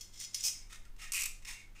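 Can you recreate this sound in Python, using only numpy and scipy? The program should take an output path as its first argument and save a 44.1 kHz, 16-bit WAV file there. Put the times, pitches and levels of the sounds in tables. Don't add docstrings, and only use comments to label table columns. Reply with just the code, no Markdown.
import sys
import numpy as np
from scipy import signal
from scipy.fft import rfft, irfft
from scipy.io import wavfile

SR = 44100
rng = np.random.default_rng(int(sys.argv[2]) if len(sys.argv) > 2 else 0)


def to_wav(sig):
    pcm = np.clip(np.atleast_2d(sig), -1, 1) * 32767
    pcm = np.round(pcm).astype(np.int16)
    wavfile.write(sys.argv[1], SR, pcm.T)


N = 79380
T = np.arange(N) / SR

# f/Hz, relative level/dB
BLADE_COLOUR = [(300, -38), (2000, -12.5), (3300, -1), (4600, -5.5), (5300, 2), (7500, -0.5),
                (10500, -15.5), (15500, -17)]
SPRING_COLOUR = [(500, -31.5), (1200, -26), (2300, 1.5), (2800, -1.5), (3300, -10), (7000, -10),
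                 (15500, -34)]
# f/Hz, height/dB
BLADE_MODES = [(1220, 8), (2090, 15), (3280, 6), (4430, 9), (5130, 11), (5325, 7), (5930, 9), (6910, 12),
               (8790, 16), (9980, 13), (11080, 9), (14100, 14)]
SPRING_MODES = [(2100, 6), (2484, 9), (2537, 9), (2760, 11), (5990, 5), (6910, 5)]
MODE_WIDTH_HZ = 55
# share of energy in the first crack, build-up of the rattle/s
TAP_BITE, SNAP_BITE = (0.07, 0.00087), (0.2, 0.00016)
# slips per second, spread of their sizes/dB, share of smooth hiss
BLADE_GRIT, SLIDER_GRIT = (1300, 2.6, 0.43), (3700, 2, 0.63)


def from_db(db):
    return 10 ** (np.asarray(db) / 20)


def unit(x):
    return x / np.sqrt(np.mean(x ** 2) + 1e-20)


def at_hz(points, hz):
    f, value = np.transpose(points)
    return np.interp(np.log(hz), np.log(f), value)


def body(x, colour, modes=()):
    size = 2 ** 17
    f = np.maximum(np.arange(size // 2 + 1) * SR / size, 1)
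    peaks = 1 + sum(from_db(db) ** 2 / (1 + (2 * (f - hz) / MODE_WIDTH_HZ) ** 2) for hz, db in modes)
    magnitude = unit(from_db(at_hz(colour, f)) * np.sqrt(peaks))
    cepstrum = irfft(np.log(magnitude))
    causal = 1 + np.sign(size // 2 - np.arange(size))
    causal[0] = 1
    return irfft(rfft(x, size) * np.exp(rfft(cepstrum * causal)))[:N]


def friction(strokes, grit):
    rate, spread_db, hiss = grit
    judder_db, judder_per_s = 3, 170
    slips = (rng.random(N) < rate / SR) * rng.choice([-1, 1], N)
    slips = slips * from_db(spread_db * np.minimum(rng.exponential(1, N), 4))
    grain = np.sqrt(1 - hiss) * unit(slips) + np.sqrt(hiss) * rng.standard_normal(N)
    judder = np.interp(T * judder_per_s, np.arange(N), rng.standard_normal(N))
    envelope = sum(from_db(db) * np.interp(T, np.cumsum([s, rise, hold, fall]), [0, 1, 1, 0])
                   for s, rise, hold, fall, db in strokes)
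    return grain * unit(from_db(judder_db * judder)) * envelope


def contacts(hits, bite):
    crack_share, rise_s = bite
    out = np.zeros(N)
    for s, db, decay in hits:
        start = int(s * SR)
        rattle = rng.choice([-1, 1], N) * np.exp(-T / decay) * (1 - np.exp(-T / rise_s))
        hit = np.sqrt(1 - crack_share) * rattle / np.linalg.norm(rattle)
        hit[0] = np.sqrt(crack_share)
        out[start:] += from_db(db) * np.sqrt(decay * SR / 2) * hit[:N - start]
    return out


def blade():
    # t/s, rise/s, hold/s, release/s, level/dB
    brushes = [(-.01, .015, .028, 0.1, -57.5), (.122, 0.022, 0.042, 0.02, -54.5),
               (.192, 0.021, 0.023, 0.032, -44), (.328, 0.017, 0.094, 0.021, -48.5)]
    shoves = [(.426, 0.028, 0.013, 0.014, -28.5), (.472, 0.0036, 0.0067, 0.037, -35.5)]
    # t/s, level/dB, decay/s, share that rings the channel, favoured f/Hz
    taps = [(.0098, -38.5, 0.0047, 0.7, 5200), (.177, -46, 0.0022, 0.3, 6000),
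            (0.193, -43, 0.0017, 0.3, 6900), (0.2, -36, 0.0023, 0.85, 8800), (0.22, -47, 0.0023, .2, 3300),
            (0.238, -41, .003, 1, 5060), (.2475, -37.5, 0.0018, 0.4, 5150),
            (0.345, -27.5, 0.0033, 0.4, 11900), (.407, -33, 0.0017, 0.94, 6170),
            (0.4384, -27.5, 0.003, 0.87, 5100), (0.4813, -29, .0024, 0, 8800)]
    # f/Hz, relative level/dB
    channel_colour = [(300, -34.5), (900, -25.5), (1700, -28), (2400, -13.5), (3900, -14.5), (4800, -4.5),
                      (5300, 2.5), (7500, -3), (10500, -12), (15500, -12)]
    channel_modes = [(2510, 11), (2970, 7), (4400, 6), (5100, 6), (5230, 5), (6000, 5), (6300, 7),
                     (6515, 8), (8510, 10), (9870, 8)]
    on_blade, on_channel = friction(brushes, BLADE_GRIT), friction(shoves, BLADE_GRIT)
    for *tap, share, _ in taps:
        on_blade += np.sqrt(1 - share) * contacts([tap], TAP_BITE)
        on_channel += np.sqrt(share) * contacts([tap], TAP_BITE)
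    rings = sum(blade_ring(s, db, hz) for s, db, _, _, hz in taps)
    pressed_modes = [(hz, db - 3) for hz, db in BLADE_MODES]
    steel = body(on_blade, BLADE_COLOUR, pressed_modes) + body(on_channel, channel_colour, channel_modes)
    return steel + rings + blade_ping(taps[0][0])


def blade_ring(s, tap_db, favoured_hz):
    focus_db, focus_octaves = 12.5, 0.42
    ring_db, rise_s = 2.5, 0.0023
    hz, height = np.transpose(BLADE_MODES)
    focus = focus_db * np.exp(-(np.log2(hz / favoured_hz) / focus_octaves) ** 2)
    gains = from_db(height + at_hz(BLADE_COLOUR, hz) + focus)
    age = T[:N // 10]
    partials = np.sin(2 * np.pi * (np.outer(hz, age) + rng.random((len(hz), 1))))
    envelope = np.exp(-np.pi * MODE_WIDTH_HZ * age) * (1 - np.exp(-age / rise_s))
    ring = from_db(tap_db + ring_db) * envelope * (gains @ partials) / np.linalg.norm(gains)
    return np.pad(ring, (int(s * SR), N))[:N]


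def blade_ping(s, hz=11760, db=-70, t60_s=0.31):
    age = np.maximum(T - s, 0)
    return from_db(db) * np.exp(-np.log(1000) * age / t60_s) * np.sin(2 * np.pi * hz * age)


def slider():
    # t/s, rise/s, hold/s, release/s, level/dB, share that rings the spring, singing f/Hz, height/dB
    rubs = [(0.502, 0.018, 0.036, 0.16, -62.5, 0, 2280, 11),
            (0.691, 0.023, 0.029, 0.027, -51, 0, 1290, 15.5),
            (0.733, 0.013, 0.018, 0.026, -61.5, 0, 1835, 22),
            (0.849, 0.0045, 0.0023, 0.017, -61.5, 0.13, 1380, 21),
            (0.978, .042, 0.023, 0.026, -48, 0.13, 1270, 14.5),
            (1.041, 0.023, 0.024, 0.027, -52.5, 0.32, 1850, 23.5),
            (1.456, 0.014, 0.042, 0.055, -44.5, 0.04, 985, 9.5),
            (1.533, .02, 0.055, 0.043, -57, 0.24, 2225, 23.5),
            (1.747, 0.01, 0.069, .017, -58.5, 0.6, 1260, 21)]
    # t/s, level/dB, decay/s
    knocks = [(.759, -43, 0.0013), (.852, -58.5, 0.0042), (.965, -56, 0.0023), (1.2605, -37.5, 0.0047),
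              (1.424, -57.5, 0.013), (1.4495, -44.5, 0.0057), (1.454, -38.5, 0.0012)]
    # f/Hz, relative level/dB
    handle_colour = [(300, -46.5), (700, -14), (1600, -7.5), (2000, -1), (3100, -3.5), (4600, -5.5),
                     (6300, -2), (9000, -5), (10500, -14), (15500, -18)]
    handle_modes = [(1850, 9), (2140, 11), (2500, 4), (2750, 6), (3700, 5), (5340, 8), (6500, 6)]
    handle = body(contacts(knocks, SNAP_BITE), handle_colour, handle_modes)
    on_spring = np.zeros(N)
    for *stroke, share, sing_hz, sing_db in rubs:
        rub = body(friction([stroke], SLIDER_GRIT), handle_colour, handle_modes + [(sing_hz, sing_db)])
        handle += np.sqrt(1 - share) * rub
        on_spring += np.sqrt(share) * friction([stroke], SLIDER_GRIT)
    return handle + body(on_spring, SPRING_COLOUR, SPRING_MODES)


def ratchet(snap_db=-27.5, decay_s=0.0025, echo_s=0.0038, echo_db=-3):
    notches = [1.1204, 1.135, 1.1447, 1.1557, 1.167, 1.178, 1.189, 1.1977, 1.2079, 1.2196, 1.235, 1.257]
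    # f/Hz, relative level/dB
    notch_colour = [(300, -54.5), (1200, -10), (1600, -20), (2500, 1), (3300, -11.5), (4500, -6),
                    (5300, -1), (8000, 4.5), (9700, -2.5), (10700, -8), (13000, -4.5), (15500, -13.5)]
    # t/s, rise/s, hold/s, release/s, level/dB
    drags = [(1.12, 0.032, 0.059, 0.08, -38.5)]
    rush = np.exp(-((np.array(notches) - 1.183) / 0.019) ** 2)
    levels_db = snap_db - 4.5 * rush
    levels_db[-1] += 0.5
    snaps = sum(contacts([(s, db, decay_s), (s + echo_s, db + echo_db, decay_s)], SNAP_BITE)
                for s, db in zip(notches, levels_db))
    chatter = body(friction(drags, SLIDER_GRIT), SPRING_COLOUR, SPRING_MODES)
    return body(snaps, notch_colour) + chatter


def room(x, wet_db, predelay_s=0.0064, table_echo_s=0.0036, table_echo_db=-11):
    # f/Hz, T60/s
    t60 = [(500, 0.35), (2500, 0.37), (6000, 0.37), (15000, 0.26)]
    edges = np.geomspace(200, 18000, 10)
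    white, tail = rng.standard_normal((2, N)), np.zeros(N)
    for k, (low, high) in enumerate(zip(edges, edges[1:])):
        band = signal.sosfilt(signal.butter(2, [low, high], "band", fs=SR, output="sos"), white[k % 2])
        tail += band * np.exp(-np.log(1000) * T / at_hz(t60, np.sqrt(low * high)))
    response = from_db(wet_db) * unit(tail * (T > predelay_s)) / np.sqrt(N)
    response[0] += 1
    response[int(table_echo_s * SR)] += from_db(table_echo_db)
    return signal.fftconvolve(x, response / np.linalg.norm(response))[:N]


def background(hiss_db=-67.5):
    # f/Hz, level/dB
    hum_tones = [(100, -68.5), (148, -81), (198, -77)]
    # t/s, level/dB
    swells = [(0, -56.5), (.55, -60), (.66, -48), (.97, -45), (1.5, -49.5), (1.62, -60.5), (1.74, -48),
              (1.79, -53.5)]
    # f/Hz, relative level/dB
    rumble_colour = [(5, -12), (15, -3.5), (27, -2), (33, -18.5), (49, -23.5), (58, -25), (130, -70.5),
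                     (400, -67.5)]
    hiss_colour = [(30, 8.5), (120, -6.5), (300, -3), (600, -10), (1500, -11), (9000, -24), (15500, -24)]
    hum = sum(np.sqrt(2) * from_db(db) * np.sin(2 * np.pi * (hz * T + rng.random()))
              for hz, db in hum_tones)
    swell = from_db(np.interp(T, *np.transpose(swells)))
    rumble = swell * unit(body(rng.standard_normal(N), rumble_colour))
    hiss = from_db(hiss_db) * unit(body(rng.standard_normal(N), hiss_colour))
    return hum + rumble + hiss


def scene():
    knife = room(blade() + slider(), wet_db=-6) + room(ratchet(), wet_db=-7.5)
    return (knife + background())[None]


def record(dry):
    cutoff_hz = 15550
    return signal.sosfilt(signal.ellip(12, .1, 70, cutoff_hz, fs=SR, output="sos"), dry)


dry = scene()
out = record(dry)
to_wav(out)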